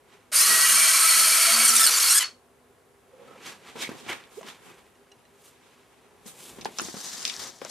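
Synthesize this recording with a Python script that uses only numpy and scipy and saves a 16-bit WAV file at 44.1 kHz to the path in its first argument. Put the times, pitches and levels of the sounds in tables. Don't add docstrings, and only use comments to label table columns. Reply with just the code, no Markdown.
import sys
import numpy as np
from scipy import signal
from scipy.fft import rfft, irfft
from scipy.io import wavfile

SR = 44100
rng = np.random.default_rng(int(sys.argv[2]) if len(sys.argv) > 2 else 0)


def level_to_linear(level):
    exponent = np.asarray(level, float) / 20
    return 10 ** exponent


def materialize(psi):
    bounded = np.clip(np.atleast_2d(psi).T, -1, 1)
    quanta = np.round(bounded * 32767).astype(np.int16)
    wavfile.write(sys.argv[1], SR, quanta)


N = 339570
TIME = np.arange(N) / SR
BENCH = round(2.5 * SR)
SIZE = 3 * 2 ** 17
HZ = np.maximum(np.arange(SIZE // 2 + 1) * SR / SIZE, 1)

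# (frequency [Hz], level [dB])
SHOP_COLOUR = [(20, -26.5), (50, -0.5), (100, 0.5), (160, -5.5), (400, -1.5), (1000, -5.5), (5000, -22),
               (11000, -20), (15500, -32.5)]
# (frequency [Hz], width [Hz], level [dB])
SHOP_HUM = [(145, 12, -76.5), (250, 5.7, -69), (400, 22, -64), (495, 30, -71.5)]
# (frequency [Hz], side minus mid [dB])
MOTOR_SIDE = [(60, -8.5), (150, -16), (380, -22), (950, -25.5), (2380, -21.5), (5980, -12), (15000, -1)]
NEAR_SIDE = [(60, -7), (150, -7), (380, -6.5), (950, -8), (2380, -6.5), (5980, -6), (15000, 2.5)]
# (time [s], left minus right [dB])
SIDE_STEP = [
    (0, -2.5),
    (6.3, 0),
    (6.7, 1),
    (7.7, 4.5),
]

# (frequency [Hz], level per Hz [dB])
CLOTH_COLOUR = [(59, -44), (100, -6.5), (429, -3.5), (654, -9.5), (1180, -5), (2300, -5), (4200, -21),
                (11500, -31.5), (13900, -35.5), (15500, -46.5)]
STRAP_COLOUR = [(59, -47), (100, -9.5), (214, -2.5), (614, -6.5), (808, -6.5), (1800, -0.5), (2520, -8),
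                (5750, -4), (14500, -20), (15500, -27.5)]
# (time [s], rise [s], fall [s], level [dB], fineness [0 scuff, 1 swish, 2 crinkle, 3 hiss])
STROKES = [(.13, 0.12, 0.21, -57, 1.1), (3.25, 0.18, 2.2, -55, 0.32), (3.42, 0.34, 0.086, -54, .8),
           (3.47, 0.052, 0.11, -36.5, 1.41), (3.69, 0.075, 0.064, -43, 1.16),
           (3.758, .006, 0.23, -43, 0.41), (3.82, 0.053, 0.071, -32, 1.77),
           (3.92, 0.074, 0.23, -45.5, 0.37), (3.99, 0.077, 0.14, -49.5, 2.1),
           (4.1, 0.038, 0.093, -31, 1.06), (4.159, 0.054, 0.25, -51.5, 0.94),
           (4.38, 0.11, 0.065, -49.5, 2.47), (4.452, 0.22, 0.16, -52, 0.22),
           (4.483, 0.04, 0.089, -39.5, 1.36), (4.69, 0.17, .22, -49.5, 0.67), (4.66, 0.14, 0.34, -59, 2.69),
           (5.458, 0.1, 0.092, -51.5, 2.7), (5.7, 1.25, 1.06, -61.5, 1.28), (6.274, 0.022, 0.078, -42, 2.7),
           (6.45, 0.18, 0.23, -44, 2.62), (6.601, 0.7, 0.17, -52.5, 0.36),
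           (6.675, 0.12, 0.15, -50.5, 0.089), (6.78, 0.25, .1, -56, 3.1)]
# (time [s], rise [s], fall [s], level [dB], fineness [0-3])
SLIDES = [(6.83, 0.061, 0.18, -53.5, .1), (6.853, 0.16, 0.22, -40, 2.13), (6.96, .2, 0.19, -62.5, .1),
          (7.04, 0.19, 0.68, -39.5, 2.1), (7.24, 0.51, .3, -41, 1.67), (7.258, .008, 0.064, -40.5, 2.3),
          (7.441, 0.38, 0.11, -37.5, 1.7), (7.45, 0.18, 0.29, -53.5, 0.11), (7.665, .06, .03, -43.5, 0.81),
          (7.7, .05, .1, -42, 2.1)]
# (time [s], length [s], ring [Hz], blur [Hz], level [dB])
SHOE_RUBS = [
    (3.08, .36, 515, 40, -50),
    (3.25, .13, 1310, 50, -54),
             (3.8, .09, 2202, 250, -37),
    (3.799, 0.064, 3440, 400, -40),
    (4.079, 0.065, 2140, 200, -33),
    (4.084, .04, 3140, 300, -37),
    (6.46, .2, 85, 35, -56),
    (6.55, .1, 170, 60, -56),
    (6.78, .2, 100, 40, -58),
    (7.36, .12, 85, 30, -62),
    (2.17, .06, 1650, 250, -40),
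]

# (time [s], peak [dB], ring [Hz], t60 [s])
KNOCKS = [(3.756, -31.5, 458, 0.046), (3.891, -23, 250, 0.031), (3.916, -25.5, 333.5, 0.017),
          (4.065, -30, 337, 0.017), (4.411, -35, 650, 0.03), (4.43, -38.5, 1040, 0.037),
          (4.443, -38, 228.5, 0.087), (6.258, -37, 210.7, 0.066), (6.586, -29.5, 235, 0.023),
          (6.656, -16, 844, 0.016), (6.687, -34.5, 430, 0.019), (6.787, -20, 1265, 0.0085),
          (6.797, -16.5, 1395, 0.011), (6.816, -26.5, 327, 0.027), (6.849, -31, 202, 0.048),
          (6.885, -27, 354.7, 0.019), (6.942, -24, 217, 0.026), (6.967, -28.5, 204.6, 0.033),
          (7.618, -26, 520.4, 0.022), (7.651, -27.5, 609.4, 0.022)]
# (time [s], peak [dB], ring [Hz])
TICKS = [(4.1313, -25, 2230), (4.2389, -37, 2500), (4.4149, -39, 6890), (4.4308, -35, 2210),
         (5.1175, -46, 2400), (5.1205, -48, 5700), (6.2629, -33, 5570), (6.6115, -26.5, 4300),
         (6.6484, -19, 4530), (6.6551, -27, 4170), (6.786, -9.5, 5750), (6.7978, -22, 1830),
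         (6.8061, -18.5, 7050), (6.8485, -22, 6750), (7.1769, -40, 6400), (7.228, -23, 5290),
         (7.2521, -14.5, 2650), (7.2522, -9.5, 4700), (7.2785, -13.5, 5340), (7.2965, -18, 5230),
         (7.3405, -24, 4260), (7.3375, -32, 4400), (7.3305, -34, 6000), (7.365, -20, 5680),
         (7.439, -21, 6340), (6.8189, -20.5, 10060), (7.6159, -27.5, 1880), (7.649, -21.5, 5800),
         (4.511, -32, 2190), (7.6954, -31, 5510), (3.673, -33, 1970), (4.064, -36, 2000)]
# (time [s], length [s], first pitch [Hz], last pitch [Hz], peak [dB])
CREAK = (4.366, .030, 330, 510, -31)
# (time [s], level [dB], t60 [s])
RATTLES = [
    (7.254, -29.5, 0.12),
    (7.2765, -31, .06),
    (7.297, -29.5, 0.099),
    (6.788, -32, 0.061),
    (6.6125, -37.5, 0.055),
]
# (frequency [Hz], width [Hz], level [dB])
BUCKLE = [(2500, 600, 2), (3630, 500, 1.5), (5340, 900, -1), (6160, 600, -6)]
# (time [s], peak [dB])
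PINGS = [
    (4.954, -59),
    (5.117, -53),
    (5.1205, -51),
    (5.252, -57),
]
# (frequency [Hz], level [dB], t60 [s])
PART = [(1900, -2, .03), (2850, -3, .05), (4050, -9, .09), (5700, -3, .025), (6400, -6, .02),
        (8400, -4, .015)]

# (frequency [Hz], level per Hz [dB])
GEAR_COLOUR = [(100, -23.5), (500, -7), (900, -16.5), (1050, -10), (1400, -8), (3600, -9.5), (4500, -5.5),
               (9000, -7), (12000, -4), (14000, -13.5), (15500, -27)]
# (frequency [Hz], width [Hz], level [dB])
GEARBOX = [(1308, 160, -2.5), (2250, 200, -5), (4470, 300, -1), (5360, 250, -3), (6360, 310, -3),
           (9130, 1500, 4)]
# (turns per second [Hz], depth [0-1])
BEATS = [(218, 0.05)]
# (time [s], length [s], first pitch [Hz], last pitch [Hz], level against the rattle [dB])
WHINE = [(.34, .075, 4560, 4620, -5), (.345, .11, 5200, 5300, -3), (.33, .10, 9300, 9200, -5),
         (.345, .115, 4200, 6450, -2), (.38, .13, 6130, 6220, -7), (.39, .11, 4140, 4120, -7),
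         (.42, .14, 4970, 5020, -9), (.33, .25, 5740, 5770, -12), (.33, .8, 1165, 1095, -16),
         (.33, .55, 1310, 1285, -14), (.82, .55, 1290, 1320, -10), (1.3, .65, 1345, 1320, -8),
         (.33, .1, 1910, 1850, -11), (.42, .35, 1890, 1950, -8), (.7, .52, 1945, 1975, -13),
         (.45, .55, 1530, 1550, -14), (.58, .6, 2335, 2345, -9), (1.2, .32, 2350, 2345, -9),
         (.68, .56, 2240, 2200, -10), (1.34, .4, 2190, 2255, -9), (.35, .6, 2910, 2850, -14),
         (.6, .4, 3160, 3190, -13), (1.06, .3, 3200, 3150, -12), (1.33, .4, 3165, 3230, -11),
         (.42, .26, 4390, 4335, -8), (.64, .36, 4320, 4385, -9), (.94, .47, 4385, 4350, -5),
         (1.39, .28, 4500, 4600, -6), (1.39, .32, 4410, 4455, -9), (.85, .45, 4020, 4070, -14),
         (.68, .28, 5240, 5320, -10), (1.14, .42, 5290, 5270, -11), (1.17, .2, 4920, 4945, -10),
         (.55, .46, 6480, 6460, -8), (.7, .32, 6640, 6690, -9), (.8, .42, 5760, 5740, -12),
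         (1.4, .26, 6430, 6480, -12), (.5, .95, 8950, 8950, -7), (1.35, .35, 8800, 8700, -7),
         (2.18, .26, 4400, 4380, -3)]
# (time [s], rate [Hz])
SPEED = [
    (.32, 603),
    (.45, 650),
    (.75, 652),
    (1.0, 657),
    (1.35, 652.6),
    (1.55, 683),
    (1.72, 711),
    (1.9, 652),
    (2.3, 637),
]
# (time [s], rattle [dB])
BINDING = [
    (1.6, 0.0),
    (1.7, -3.0),
    (1.95, -5.5),
    (2.2, -6.5),
    (2.26, -1.0),
]
# (time [s], near train [dB], far train [dB])
EFFORT = [
    (.318, -42.5, -43),
    (.33, -28, -29),
    (.36, -17.5, -29.5),
    (.51, -19.5, -25.5),
    (1.3, -19, -25.5),
    (1.55, -21, -24.5),
    (1.83, -15.5, -24),
    (1.92, -21, -22),
    (2.14, -14.5, -24),
]
# one level [dB] each for rumble, rattle, buzz, hiss
NEAR_DB = [-43, -11.5, -8, 2]
FAR_DB = [-28, 1.5, -0.5, -15.5]
COAST_DB_PER_S = [250, 340, 279, 423.3]
# (time [s], rise [s], fall [s], level [dB])
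SHAKES = [
    (.51, 0.083, 0.16, -42),
    (1.55, 0.13, 0.67, -51),
    (1.92, .6, .4, -45.5),
]
# (time [s], rise [s], fall [s], level [dB])
COMMUTATOR = [
    (.4, 0.11, .8, -55.5),
    (.97, 1.6, 0.61, -43),
    (1.55, 0.67, 0.34, -40.5),
    (1.8, .8, 0.18, -44),
]
# (time [s], rise [s], fall [s], level [dB])
SHAFT = [
    (.51, 0.24, 0.36, -54.5),
    (.8, 0.26, 0.22, -49.5),
    (1.27, 1.1, .14, -58),
    (1.55, 0.14, .35, -46.5),
    (1.8, 0.58, .1, -48.5),
]
# (time [s], length [s], first slip rate [Hz], last slip rate [Hz], ringing part [Hz])
CHATTER = [(1.648, .018, 1480, 1480, 8900), (1.674, .028, 1520, 1420, 8800),
           (1.699, .018, 1910, 1860, 5700), (1.714, .012, 1580, 1500, 4600), (1.75, .027, 1290, 1185, 8600),
           (1.773, .024, 2010, 1750, 5600), (1.79, .038, 1730, 1790, 8800), (1.826, .036, 1810, 1630, 5200),
           (1.828, .032, 1810, 1640, 8600), (1.861, .042, 1485, 1435, 4400),
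           (1.862, .016, 1480, 1465, 8850), (1.904, .042, 1195, 1185, 6000),
           (1.934, .018, 1570, 1500, 4600), (1.95, .026, 1480, 1515, 4500), (1.966, .026, 1185, 1170, 7050),
           (1.995, .025, 1035, 1050, 5200), (2.02, .018, 1085, 1100, 6500), (2.024, .03, 1105, 1140, 4500),
           (2.052, .042, 1110, 1085, 4400), (2.08, .027, 1275, 1345, 5200), (2.1, .048, 1375, 1470, 4300),
           (2.097, .04, 1385, 1430, 8500), (2.142, .025, 1590, 1700, 8300), (2.155, .04, 1700, 1690, 5100),
           (2.162, .034, 1705, 1690, 8500), (2.195, .042, 1030, 1000, 3050)]


def rms_one(x):
    return x / np.sqrt(np.mean(x ** 2) + 1e-20)


def in_time(rows):
    s, *columns = np.transpose(rows)
    return [np.interp(TIME, s, c) for c in columns]


def shape_db(points):
    hz, db = np.transpose(points)
    return np.interp(np.log(HZ), np.log(hz), db)


def resonances(rows):
    return sum(level_to_linear(db) / (1 + (2 * (HZ - hz) / width) ** 2) for hz, width, db in rows)


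def stride(x):
    return SIZE // (x.shape[-1] + SR // 4)


def filtered(x, response):
    step = stride(x)
    spectrum = rfft(x, SIZE // step) * response[..., ::step]
    return irfft(spectrum, SIZE // step)[..., :x.shape[-1]]


def between(low_hz, high_hz, hz):
    return 1 / np.sqrt((1 + (low_hz / hz) ** 12) * (1 + (hz / high_hz) ** 12))


def in_bands(x, response, edges, levels_db):
    step = stride(x)
    spectrum = rfft(x, SIZE // step) * response[::step]
    out = np.zeros(len(x))
    for db, low, high in zip(levels_db, edges, edges[1:]):
        band = irfft(spectrum * between(low, high, HZ[::step]), SIZE // step)[:len(x)]
        out += level_to_linear(db) * rms_one(band)
    return out


def drift(rate_hz, count=N):
    r = np.exp(-2 * np.pi * rate_hz / SR)
    slow = signal.lfilter([1], [1, -2 * r, r * r], rng.standard_normal(count + 8000))[8000:]
    return rms_one(slow - slow.mean())


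def grains(per_s, spread_db, count=N):
    sizes = level_to_linear(spread_db * np.minimum(rng.exponential(1, count), 4)) * rng.standard_normal(count)
    return sizes * (rng.random(count) < per_s / SR)


def ring(hz, t60, count):
    t = np.arange(count) / SR
    return np.sin(2 * np.pi * hz * t) * level_to_linear(-60 * t / t60)


def swells(rows, colour_db=0.0):
    s, rise, fall, db = np.array(rows)[:, :4].T[..., None]
    t = TIME[::64]
    level_db = db + colour_db - 20 * np.maximum((s - t) / rise, (t - s) / fall)
    return np.interp(TIME, t, 10 * np.log10(np.sum(level_to_linear(2 * level_db), axis=0) + 1e-12))


def add(out, s, piece):
    i = round(s * SR)
    out[i:i + len(piece)] += piece[:len(out) - i]


def spread(mid, side_table):
    smear = rng.standard_normal(3000) * np.exp(-np.arange(3000) / 500)
    reflections = rfft(smear / np.linalg.norm(smear), SIZE)
    side = filtered(mid, level_to_linear(shape_db(side_table)) * reflections)
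    side = side * np.sqrt(2) * np.cos(2.0 * drift(3.3))
    return np.array([mid + side, mid - side])


def shop():
    mid_db = shape_db(SHOP_COLOUR)
    colours = level_to_linear([mid_db, mid_db + shape_db(NEAR_SIDE)])
    mid, side = filtered(rng.standard_normal((2, N)), colours)
    hum = sum(level_to_linear(db) * drift(width) * np.sin(2 * np.pi * hz * TIME) for hz, width, db in SHOP_HUM)
    gain = level_to_linear(-57.5 - 2.5) / mid.std()
    return hum + gain * np.array([mid + side, mid - side])


def room(x):
    t60_s, level_db = 0.35, -21
    t = np.arange(SR // 2) / SR
    tail = rng.standard_normal((2, SR // 2)) * level_to_linear(-60 * t / t60_s) * (t > .004)
    tail /= np.linalg.norm(tail, axis=1, keepdims=True)
    return level_to_linear(level_db) * filtered(x, rfft(tail, SIZE) / np.sqrt(1 + (HZ / 4000) ** 2))


def small_parts():
    out, t = np.zeros(N), np.arange(SR // 8) / SR
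    contacts = rms_one(filtered(grains(2500, spread_db=4.5, count=SR), resonances(BUCKLE)))
    for k, (s, db, t60) in enumerate(RATTLES):
        add(out, s, level_to_linear(db - 60 * t / t60) * contacts[k * len(t):(k + 1) * len(t)])
    lucks_db = rng.normal(0, 2.4, (len(PINGS), len(PART)))
    for (s, db), luck in zip(PINGS, lucks_db):
        for (hz, mode_db, t60), own in zip(PART, luck):
            add(out, s, level_to_linear(db + mode_db + own) * ring(hz, t60, count=len(t)))
    return out


def drag():
    out = np.zeros(N)
    for s, length, hz, blur_hz, db in SHOE_RUBS:
        n = round(length * SR)
        tone = drift(blur_hz, count=SR)[:n] * np.sin(2 * np.pi * hz * TIME[:n])
        add(out, s, level_to_linear(db) * signal.windows.tukey(n, .5) * tone)
    return out


def rubbing():
    coarser_db, finer_db, most_db = 10, 7.5, 16.5
    strap_s = 6.79
    rows = np.array(STROKES + SLIDES)
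    steps = np.arange(4)[:, None] - rows[:, 4]
    loss_db = np.minimum(np.maximum(finer_db * steps, -coarser_db * steps), most_db)
    levels_db = np.array([swells(rows, -loss[:, None]) for loss in loss_db])
    levels_db = levels_db + [[4.5], [-.4], [-.4], [-.4]]
    fibres = grains(22000, spread_db=2.0) * level_to_linear(1.3 * drift(34))
    crinkles = grains(14000, spread_db=1.8) * level_to_linear(1.5 * drift(49.47))
    edges = [110, 900, 3500, 7500, 16000]
    cloth = in_bands(fibres, level_to_linear(shape_db(CLOTH_COLOUR)), edges, levels_db)
    strap = in_bands(crinkles, level_to_linear(shape_db(STRAP_COLOUR)), edges, levels_db)
    return np.where(TIME < strap_s, cloth, strap) * ((TIME < .31) | (TIME > 2.9))


def knocks():
    out, t = np.zeros(N), np.arange(3000) / SR
    puffs = signal.lfilter([.3], [1, -.85], rng.standard_normal((len(KNOCKS), len(t))))
    for (s, db, hz, t60), puff in zip(KNOCKS, puffs):
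        modes = ring(hz, t60, count=len(t)) + .4 * ring(1.9 * hz, 0.5 * t60, count=len(t))
        add(out, s, level_to_linear(db + 2.0) * (modes + 0.315 * puff * level_to_linear(-60 * t / (3.7 * t60))))
    return out


def ticks():
    t60, crack_width_hz = .009, 3000
    out, t = np.zeros(N), np.arange(3000) / SR
    r = np.exp(-np.pi * crack_width_hz / SR)
    for s, db, hz in TICKS:
        crack = rng.standard_normal(len(t)) + 7 * (t == 0)
        resonator = [1, -2 * r * np.cos(2 * np.pi * hz / SR), r * r]
        for _ in range(2):
            crack = signal.lfilter([1, 0, -1], resonator, crack)
        crack = rms_one(crack) * level_to_linear(-60 * t / t60)
        add(out, s, level_to_linear(db - 1.5) * (.5 * ring(hz, t60, count=len(t)) + .5 * crack))
    return out


def creak():
    out = np.zeros(N)
    s, length, first_hz, last_hz, db = CREAK
    u = np.linspace(0, 1, round(length * SR))
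    swell = np.sin(np.pi * u ** 1.35)
    turns = np.cumsum(first_hz + (last_hz - first_hz) * u) / SR
    add(out, s, level_to_linear(db) * swell * np.sin(2 * np.pi * turns))
    return out


def case():
    bass_cut = (1j * HZ / 170 / (1 + 1j * HZ / 170)) ** 2
    treble_cut = 1 / (1 + 1j * HZ / 12000) ** 2
    return filtered(knocks() + ticks() + creak(), bass_cut * treble_cut)


def chatter():
    out = np.zeros(BENCH)
    wobble, flutter = drift(250, count=BENCH), drift(180, count=BENCH)
    wander = drift(26, count=BENCH)
    k = np.arange(1, 13)
    lucks_db = rng.normal(0, 1, (len(CHATTER), 12))
    for (s, length, first, last, hz), luck in zip(CHATTER, lucks_db):
        db = -19 + 5.5 * np.log2(hz / 9000)
        db -= 2.5 * (5000 < hz < 7200)
        i, n = round(s * SR), round(length * SR)
        slips = np.cumsum(np.linspace(first, last, n)) / SR
        slips += .028 * wobble[i:i + n] + .08 * wander[i:i + n]
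        harmonic_hz = k * first
        near_db = np.maximum(-30 * np.abs(np.log2(k * (first + last) / 2 / hz)), -8) + 1.5 * luck
        near_db -= 4 * (harmonic_hz < 3900) * (hz > 3900) + 5 * (harmonic_hz < 1150)
        near_db -= 4 * (harmonic_hz > 10500) + 40 * (harmonic_hz > 13500)
        own = (i + 1999 * k[:, None] + np.arange(n)) % BENCH
        phase = 2 * np.pi * np.outer(k, slips) + .8 * flutter[own[::-1]] + 9 * luck[:, None]
        burst = np.sum(level_to_linear(near_db[:, None] + 3 * flutter[own]) * np.sin(phase), axis=0)
        add(out, s, level_to_linear(db + 2.5 + 1.5 * flutter[i:i + n]) * signal.windows.tukey(n, .4) * burst)
    return out


def gear_levels():
    near_off_s, far_off_s, far_sag_db_per_s = 2.19, 2.243, 47.5
    near_db, far_db = in_time(EFFORT)
    coast = np.array(COAST_DB_PER_S)[:, None]
    far_db = far_db - far_sag_db_per_s * np.maximum(TIME - EFFORT[-1][0], 0)
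    near = near_db + np.array(NEAR_DB)[:, None] - 3.0 * coast * np.maximum(TIME - near_off_s, 0)
    far = far_db + np.array(FAR_DB)[:, None] - coast * np.maximum(TIME - far_off_s, 0)
    power = level_to_linear(2 * near) + level_to_linear(2 * far)
    power[0] += level_to_linear(2 * swells(SHAKES))
    return 10 * np.log10(power + 1e-9)[:, :BENCH]


def gear_rattle(gears_db, edges):
    t = TIME[:BENCH]
    beat = 1
    for rate, depth in BEATS:
        beat = beat + depth * np.sin(2 * np.pi * (rate * t + 0.3 * drift(5.8, count=BENCH)))
    contacts = grains(20000, spread_db=-0.4, count=BENCH) * beat * level_to_linear(0.4 * drift(66, count=BENCH))
    levels_db = gears_db + [[3.5], [-3.0], [-3.0], [-3.0]] + in_time(BINDING)[0][:BENCH]
    dead_band = 1 - .55 / (1 + ((HZ - 3620) / 90) ** 2)
    colour = level_to_linear(shape_db(GEAR_COLOUR)) * (1 + 0.85 * resonances(GEARBOX)) * dead_band
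    return in_bands(contacts, colour, edges, levels_db)


def gear_whine(gears_db, edges):
    out = np.zeros(BENCH)
    waver = 1 + .0025 * drift(7, count=BENCH)
    for s, length, first_hz, last_hz, db in WHINE:
        i, n = round(s * SR), round(length * SR)
        band = np.searchsorted(edges, first_hz) - 1
        level_db = db + 2.5 + gears_db[band][i:i + n]
        turns = np.cumsum(np.linspace(first_hz, last_hz, n) * waver[i:i + n]) / SR
        steady = .75 * (1500 < first_hz < 7000)
        blur_hz = 18 + 200 * (first_hz / 9000) ** 3
        blur = drift(blur_hz, count=BENCH // 2 + 8000)[:n]
        strength = steady + np.sqrt(1 - steady ** 2) * blur
        add(out, s, level_to_linear(level_db) * signal.windows.tukey(n, .4) * strength * np.sin(2 * np.pi * turns))
    return out


def motor_tones():
    turns = np.cumsum(in_time(SPEED)[0][:BENCH]) / SR
    commutator = level_to_linear(swells(COMMUTATOR)[:BENCH] + 1.5) * (1.0 + 0.76 * drift(30, count=BENCH))
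    shaft = level_to_linear(swells(SHAFT)[:BENCH] + 4.0) * (1.1 + 0.36 * drift(7, count=BENCH))
    return commutator * np.sin(2 * np.pi * turns) + shaft * np.sin(2 * np.pi * turns / 3)


def motors():
    t, gears_db = TIME[:BENCH], gear_levels()
    edges = [150, 950, 3500, 7000, 16000]
    out = gear_rattle(gears_db, edges) + gear_whine(gears_db, edges) + motor_tones()
    return out * (t > .3175) * np.clip((2.43 - t) / .05, 0, 1)


def scene():
    background = shop()
    hand = case()
    lean = level_to_linear(np.outer([.5, -.5], in_time(SIDE_STEP)[0]))
    near = spread(hand + rubbing() + drag() + small_parts(), NEAR_SIDE) * lean
    bench = np.pad(motors() + chatter(), (0, N - BENCH))
    return spread(bench, MOTOR_SIDE) + near + room(bench + 0.5 * hand) + background


def low_pass(x):
    return signal.sosfilt(signal.butter(12, 15990, fs=SR, output="sos"), x)


def record(dry):
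    drive_hz, memory, top_hz = 300, .8, 15450
    delay = np.exp(-2j * np.pi * HZ / drive_hz)
    repeats = (1 - memory) * delay / (1 - memory * delay)
    depth = .85 / (1 + (HZ / 6000) ** 4) * (HZ > drive_hz / 2)
    bass_cut = (1j * HZ / 45 / (1 + 1j * HZ / 45)) ** 2
    treble_cut = 1 / (1 + (HZ / top_hz) ** 80)
    flattened = 0.82 * np.tanh(dry / 1.017)
    mix = filtered(flattened, (1 - depth * repeats) * bass_cut * treble_cut)
    return low_pass(mix)


dry = scene()
out = record(dry)
materialize(out)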